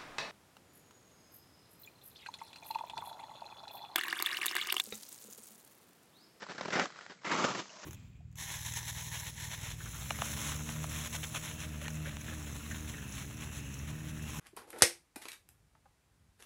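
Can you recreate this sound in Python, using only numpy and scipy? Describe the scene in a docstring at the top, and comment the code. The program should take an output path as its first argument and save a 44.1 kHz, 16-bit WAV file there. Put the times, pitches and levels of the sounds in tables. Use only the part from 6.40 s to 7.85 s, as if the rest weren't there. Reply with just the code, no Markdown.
"""Two slow footsteps on crusty snow in a quiet forest clearing, microphone just above the boots.
The crust gives in short cracks, then the first boot crushes it in a dense run of tiny fractures.
Icy crumbs tick and rustle in the pause before the second step crunches down.
As that boot lifts, thin shards tinkle, loose snow hisses off it and the sole grazes the crust."""
import sys
import numpy as np
from scipy import signal
from scipy.fft import rfft, irfft, next_fast_len
from scipy.io import wavfile

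SR = 44100
rng = np.random.default_rng(int(sys.argv[2]) if len(sys.argv) > 2 else 0)


def wrap_up_sound(samples):
    """Save the sound to the file named by the first command line argument, as 16-bit audio."""
    columns = np.atleast_2d(samples).T
    # keep every value between -1 and 1, then stretch to whole-number steps
    tamed = np.clip(columns, -1, 1)
    steps = np.round(tamed * 32767).astype(np.int16)
    wavfile.write(sys.argv[1], SR, steps)


N = 63945
T = np.arange(N) / SR
BAND_EDGE_HZ = 8550

# spectrum of packing snow and thick crust: frequency_hz, gain_db
DEEP_SPECTRUM = [(40, -43), (90, -19.5), (180, 2), (290, -1), (520, -3), (800, -5), (1300, -20.5),
                 (3000, -36)]


def amp(db):
    """Decibels to gain."""
    return 10 ** (np.asarray(db) / 20)


def unit(x):
    """Scale to rms 1."""
    return x / np.sqrt(np.mean(x ** 2) + 1e-20)


def envelopes(rows):
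    """One gain curve for each dB column, silent outside the rows' times."""
    times, *columns = np.transpose(rows)
    return [amp(np.interp(T, times, db, left=-120, right=-120)) for db in columns]


def fracture(spectrum, vary_db, size=2048):
    """The click of one fracture: the given spectrum with random resonances of its own."""
    hz = np.fft.rfftfreq(size, 1 / SR)
    points_hz, points_db = np.transpose(spectrum)
    colour_db = np.interp(np.log(hz + 1), np.log(points_hz), points_db)
    resonances = np.interp(np.sqrt(hz / BAND_EDGE_HZ), np.linspace(0, 1, 36), rng.standard_normal(36))
    rolloff = 1 / np.sqrt(1 + (hz / BAND_EDGE_HZ) ** 16)
    cepstrum = irfft(np.log(rolloff * amp(colour_db + vary_db * resonances)))
    cepstrum[1:size // 2] *= 2  # minimum phase: the click starts sharply
    cepstrum[size // 2 + 1:] = 0
    return irfft(np.exp(rfft(cepstrum)))


def grains(spectrum, per_s, spread_db, vary_db, even_s, colours=10):
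    """Random fractures of many sizes and colours, their level evened out over even_s."""
    out = np.zeros(N)
    for _ in range(colours):
        sizes = amp(spread_db * np.clip(rng.standard_normal(N), -2, 2))
        signs = np.sign(rng.standard_normal(N))
        breaks = rng.random(N) < per_s / colours / SR
        out += signal.fftconvolve(sizes * signs * breaks, fracture(spectrum, vary_db))[:N]
    window = signal.windows.hann(int(2 * even_s * SR) + 3)
    power = signal.fftconvolve(unit(out) ** 2, window / window.sum(), 'same')
    return unit(out / np.sqrt(np.abs(power) + 0.012))


def step(effort, spectrum, lands_s, glaze_wear_s=0.08, weight_rise_s=0.11):
    """A boot breaks the icy glaze, crushes the snow to a fizz and packs it as the weight comes on."""
    # spectra of fine crystals and of the icy top layer: frequency_hz, gain_db
    fizz_spectrum = [(800, -34), (2000, -2), (3000, 2.5), (4500, 1.5), (6000, 1), (7500, -0.5), (8400, -22)]
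    glaze_spectrum = [(600, -26), (1400, -10), (2100, 6), (2800, -9.5), (4500, -33)]
    coarse, fine = envelopes(effort)
    age = np.maximum(T - lands_s, 0)
    crunch = grains(spectrum, per_s=3000, spread_db=4, vary_db=4.5, even_s=0.016)
    fizz = grains(fizz_spectrum, per_s=3600, spread_db=2, vary_db=3, even_s=0.014)
    intact = (age > 0) * amp(1.5) * np.exp(-age / glaze_wear_s)
    glaze = intact * grains(glaze_spectrum, per_s=1800, spread_db=6.5, vary_db=0.5, even_s=0.027)
    weight = amp(-7) * (1 - np.exp(-age / weight_rise_s))
    packing = weight * grains(DEEP_SPECTRUM, per_s=1500, spread_db=5, vary_db=1.5, even_s=0.0092)
    return coarse * (crunch + glaze + packing) + fine * fizz


def footsteps():
    """Two boots come down in turn under the microphone, each with a crunch of its own colour."""
    # each boot crushing the snow: time_s, crunch_db, fizz_db
    first_effort = [(.16, -64, -70), (.2, -52, -59.5), (.302, -54, -57.5), (.322, -43, -50),
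                    (.335, -37, -43.5), (.349, -42, -46), (.365, -33, -50), (.374, -42.5, -47),
                    (.404, -31.5, -46), (.42, -34, -43.5), (.445, -41.5, -45.5), (.465, -44, -54.5),
                    (.482, -67, -59)]
    second_effort = [(.845, -53, -72), (.852, -43, -50.5), (.875, -38, -47.5), (.888, -45, -46.5),
                     (.906, -35.5, -47.5), (.922, -32.5, -41), (.942, -33.5, -42), (.968, -36.5, -43.5),
                     (1.0, -33.5, -42), (1.037, -35, -42), (1.052, -36, -35.5), (1.072, -35.5, -45),
                     (1.095, -36, -42.5), (1.135, -44, -48), (1.172, -44.5, -47), (1.198, -41, -43),
                     (1.222, -54, -52.5), (1.275, -70, -64.5)]
    # spectrum of each crunch: frequency_hz, gain_db
    first_crunch = [(40, -45.5), (95, -16.5), (190, -8), (400, 0), (740, -4), (920, -9.5), (1450, -1.5),
                    (2100, -12), (3000, -19.5), (6000, -54)]
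    second_crunch = [(40, -46), (95, -16), (165, -4), (280, -7), (480, 0.5), (700, -5.5), (900, 0),
                     (1350, 0), (1700, -10.5), (2150, -8), (3000, -17), (6000, -48.5)]
    first = step(first_effort, first_crunch, lands_s=0.325)
    second = step(second_effort, second_crunch, lands_s=0.847)
    return first + second


def cracks(rise_s=0.0004, fall_s=0.0036, sag_db=1.5):
    """Each crack is a quick run of fractures that starts sharply; thick crust adds a deep part."""
    # the crust giving way: start_s, bright_gain_db, hold_s, deep_gain_db
    breaks = [(.020, -41, 0.0078, -51.5), (.0287, -42.5, 0.0062, -55.5), (.038, -46.5, 0.0035, -55),
              (0.087, -43.5, 0.0033, -61), (.095, -42, .015, -50.5), (.110, -45.5, 0.016, -50.5),
              (.147, -51, 0.015, -52.5), (.180, -37, 0.0078, -44.5), (.193, -46, .0068, -58),
              (0.2098, -35, 0.0063, -39.5), (0.23, -43.5, 0.0094, -46.5), (0.25, -39.5, 0.0032, -50),
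              (0.255, -38.5, 0.0053, -35.5), (0.281, -39, .008, -35.5), (0.304, -36, 0.0056, -42),
              (0.33, -33, 0.016, -38.5), (0.3538, -29, .0095, -30), (0.368, -34, 0.0045, -34),
              (.376, -33, 0.0067, -35.5), (0.388, -33.5, .003, -31), (.396, -30, .007, -39.5),
              (0.61, -54.5, .01, -58), (.697, -46.5, 0.018, -60), (0.719, -48.5, .0042, -54.5),
              (0.817, -55, .0052, -70), (0.845, -38.5, 0.0095, -46), (.914, -34.5, .013, -44),
              (0.987, -34.5, .003, -46), (1.0422, -27.5, 0.0093, -27), (1.1127, -35, 0.0027, -43),
              (1.149, -35.5, .0099, -42), (1.191, -38, .007, -42.5), (1.219, -45.5, .005, -61),
              (1.431, -46, .04, -81)]
    # spectrum of the bright part: frequency_hz, gain_db
    spectrum = [(40, -46.5), (90, -17.5), (180, 0.5), (400, -3.5), (800, 2), (1100, -4), (1550, 2),
                (2300, -6), (3200, -10.5), (5500, -11.5), (7600, -26.5)]
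    bright, deep = np.zeros(N), np.zeros(N)
    for start_s, bright_gain_db, hold_s, deep_gain_db in breaks:
        age = T - start_s
        rise = np.clip(age / rise_s, 0, 1)
        fall = np.exp(-np.maximum(age - hold_s, 0) / fall_s)
        sag = amp(-sag_db * (np.clip(age / hold_s, 0, 1) + 1.5))
        shape = rise * fall * sag
        bright += amp(bright_gain_db) * shape
        deep += amp(deep_gain_db) * shape
    bright *= grains(spectrum, per_s=4500, spread_db=3.5, vary_db=3, even_s=0.0016)
    deep *= grains(DEEP_SPECTRUM, per_s=2200, spread_db=1, vary_db=2, even_s=0.0071)
    return bright + deep


def ticks(snap_s=0.001, spectrum_peak_hz=1400):
    """Small plates of ice give way in a swell of tiny splinters with a brief hollow ring."""
    # single plates snapping: start_s, level_db, ring_hz
    snaps = [(0.011, -55.5, 1420), (.023, -56, 1180), (.029, -49, 1410), (.066, -49, 1100),
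             (.1187, -51, 1580), (.21, -42, 1160), (0.2566, -41, 1000), (.305, -46, 1450),
             (.3963, -30, 1440), (0.4566, -39.5, 1590), (0.5027, -53, 1660), (0.523, -55, 1460),
             (.56, -53.5, 1350), (.589, -48, 1320), (0.6097, -50, 1480), (.6637, -49.5, 1500),
             (.835, -55, 1410), (.917, -33.5, 1304), (0.99, -37.5, 1146), (1.0417, -35.5, 1000),
             (1.2032, -45, 1190), (1.256, -55, 1220), (1.369, -57.5, 1090)]
    # spectrum of a plate, shifted to each snap's ring: frequency_hz, gain_db
    spectrum = [(60, -40), (200, -17), (600, -9), (1030, -3), (1400, 0), (1780, -3), (2500, -15),
                (6000, -20), (8000, -29)]
    out = np.zeros(N + SR)
    progress = T[:SR // 50] / snap_s
    for start_s, level_db, ring_hz in snaps:
        splinters = np.sqrt(progress) * np.exp(-progress) * rng.standard_normal(len(progress))
        plate = [(hz * ring_hz / spectrum_peak_hz, db) for hz, db in spectrum]
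        click = signal.fftconvolve(splinters, fracture(plate, vary_db=1))[:SR // 100]
        out[round(start_s * SR):][:len(click)] += amp(level_db) * unit(click)
    return out[:N]


def shards(rise_s=0.00047, t60_s=0.017):
    """Thin shards land on the crust and ring for a moment."""
    # shards landing: start_s, pitch_hz, gain_db
    landings = [(.790, 2200, -52), (1.279, 3500, -51), (1.294, 2720, -44.5), (1.302, 2910, -44)]
    out = np.zeros(N)
    for start_s, pitch_hz, gain_db in landings:
        age = np.maximum(T - start_s, 0)
        shape = amp(gain_db - 60 * age / t60_s) * (1 - np.exp(-age / rise_s))
        out += shape * np.sin(2 * np.pi * pitch_hz * age)
    return out


def crumbs():
    """Icy crumbs shift under the standing boot with a faint crackle."""
    # course of the crackle: time_s, level_db
    shifting = [(0, -57), (.055, -57.5), (.14, -51.5), (.17, -56), (.47, -53.5), (.54, -57.5), (.57, -54.5),
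                (.655, -55.5), (.685, -60), (.72, -54.5), (.755, -63.5), (.81, -70), (.845, -55.5)]
    # spectrum of a crumb: frequency_hz, gain_db
    spectrum = [(40, -30), (170, -16), (350, -9.5), (700, -6.5), (1000, -8.5), (1450, -1.5), (2100, -7),
                (3200, -12.5), (4800, -11), (7500, -19)]
    return envelopes(shifting)[0] * grains(spectrum, per_s=3000, spread_db=2, vary_db=4, even_s=0.075)


def loose_snow():
    """Fine crystals slide off the lifted boot and over the crust with a soft hiss."""
    # course of the slide: time_s, level_db
    slide = [(1.19, -67), (1.27, -56.5), (1.31, -55.5), (1.37, -55), (1.445, -53)]
    # spectrum of the crystals: frequency_hz, gain_db
    spectrum = [(40, -23), (190, -4), (380, -6.5), (1000, -2), (1600, -3.5), (3000, -8), (4500, -6.5),
                (6600, -2.5), (8000, -16.5)]
    return envelopes(slide)[0] * grains(spectrum, per_s=8300, spread_db=5, vary_db=2, even_s=0.058)


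def scrape():
    """The lifted boot grazes the crust, which rings faintly."""
    # the sole rubbing: time_s, level_db
    graze = [(1.305, -65), (1.33, -59), (1.445, -61)]
    # hollow resonances of the crust: centre_hz, width_hz, gain_db
    modes = [(636, 45, 0), (990, 110, -5)]
    rub = rng.standard_normal(N)
    ring = np.zeros(N)
    for centre_hz, width_hz, gain_db in modes:
        resonator = signal.iirpeak(centre_hz, centre_hz / width_hz, SR)
        ring += amp(gain_db) * unit(signal.lfilter(*resonator, rub))
    return envelopes(graze)[0] * unit(ring)


def forest_air(level_db=-66):
    """Still air among the trees, a low steady hush all around the microphone."""
    # spectrum of the hush: frequency_hz, gain_db
    spectrum = [(25, -1.5), (60, -2), (170, 5.5), (400, 0), (1500, -10), (3000, -13), (8000, -11)]
    hush = signal.fftconvolve(rng.standard_normal(N), fracture(spectrum, vary_db=4))[:N]
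    return amp(level_db) * unit(hush)


def scene():
    """One microphone, everything close and dry: snow gives no echo."""
    underfoot = footsteps() + cracks() + ticks() + shards() + crumbs() + loose_snow() + scrape()
    return (underfoot + forest_air())[None]


def record(dry, low_cut_hz=109, high_cut_hz=7900):
    """The recorder thins the deep bass and rolls off steeply at its band limit."""
    thinned = signal.sosfilt(signal.butter(2, low_cut_hz, 'highpass', fs=SR, output='sos'), dry)
    size = next_fast_len(N + 8192)
    hz = np.fft.rfftfreq(size, 1 / SR)
    rolloff = (hz < BAND_EDGE_HZ) / np.sqrt(1 + (hz / high_cut_hz) ** 60)
    return irfft(rfft(thinned, size) * rolloff, size)[:, :N]


dry = scene()
out = record(dry)
wrap_up_sound(out)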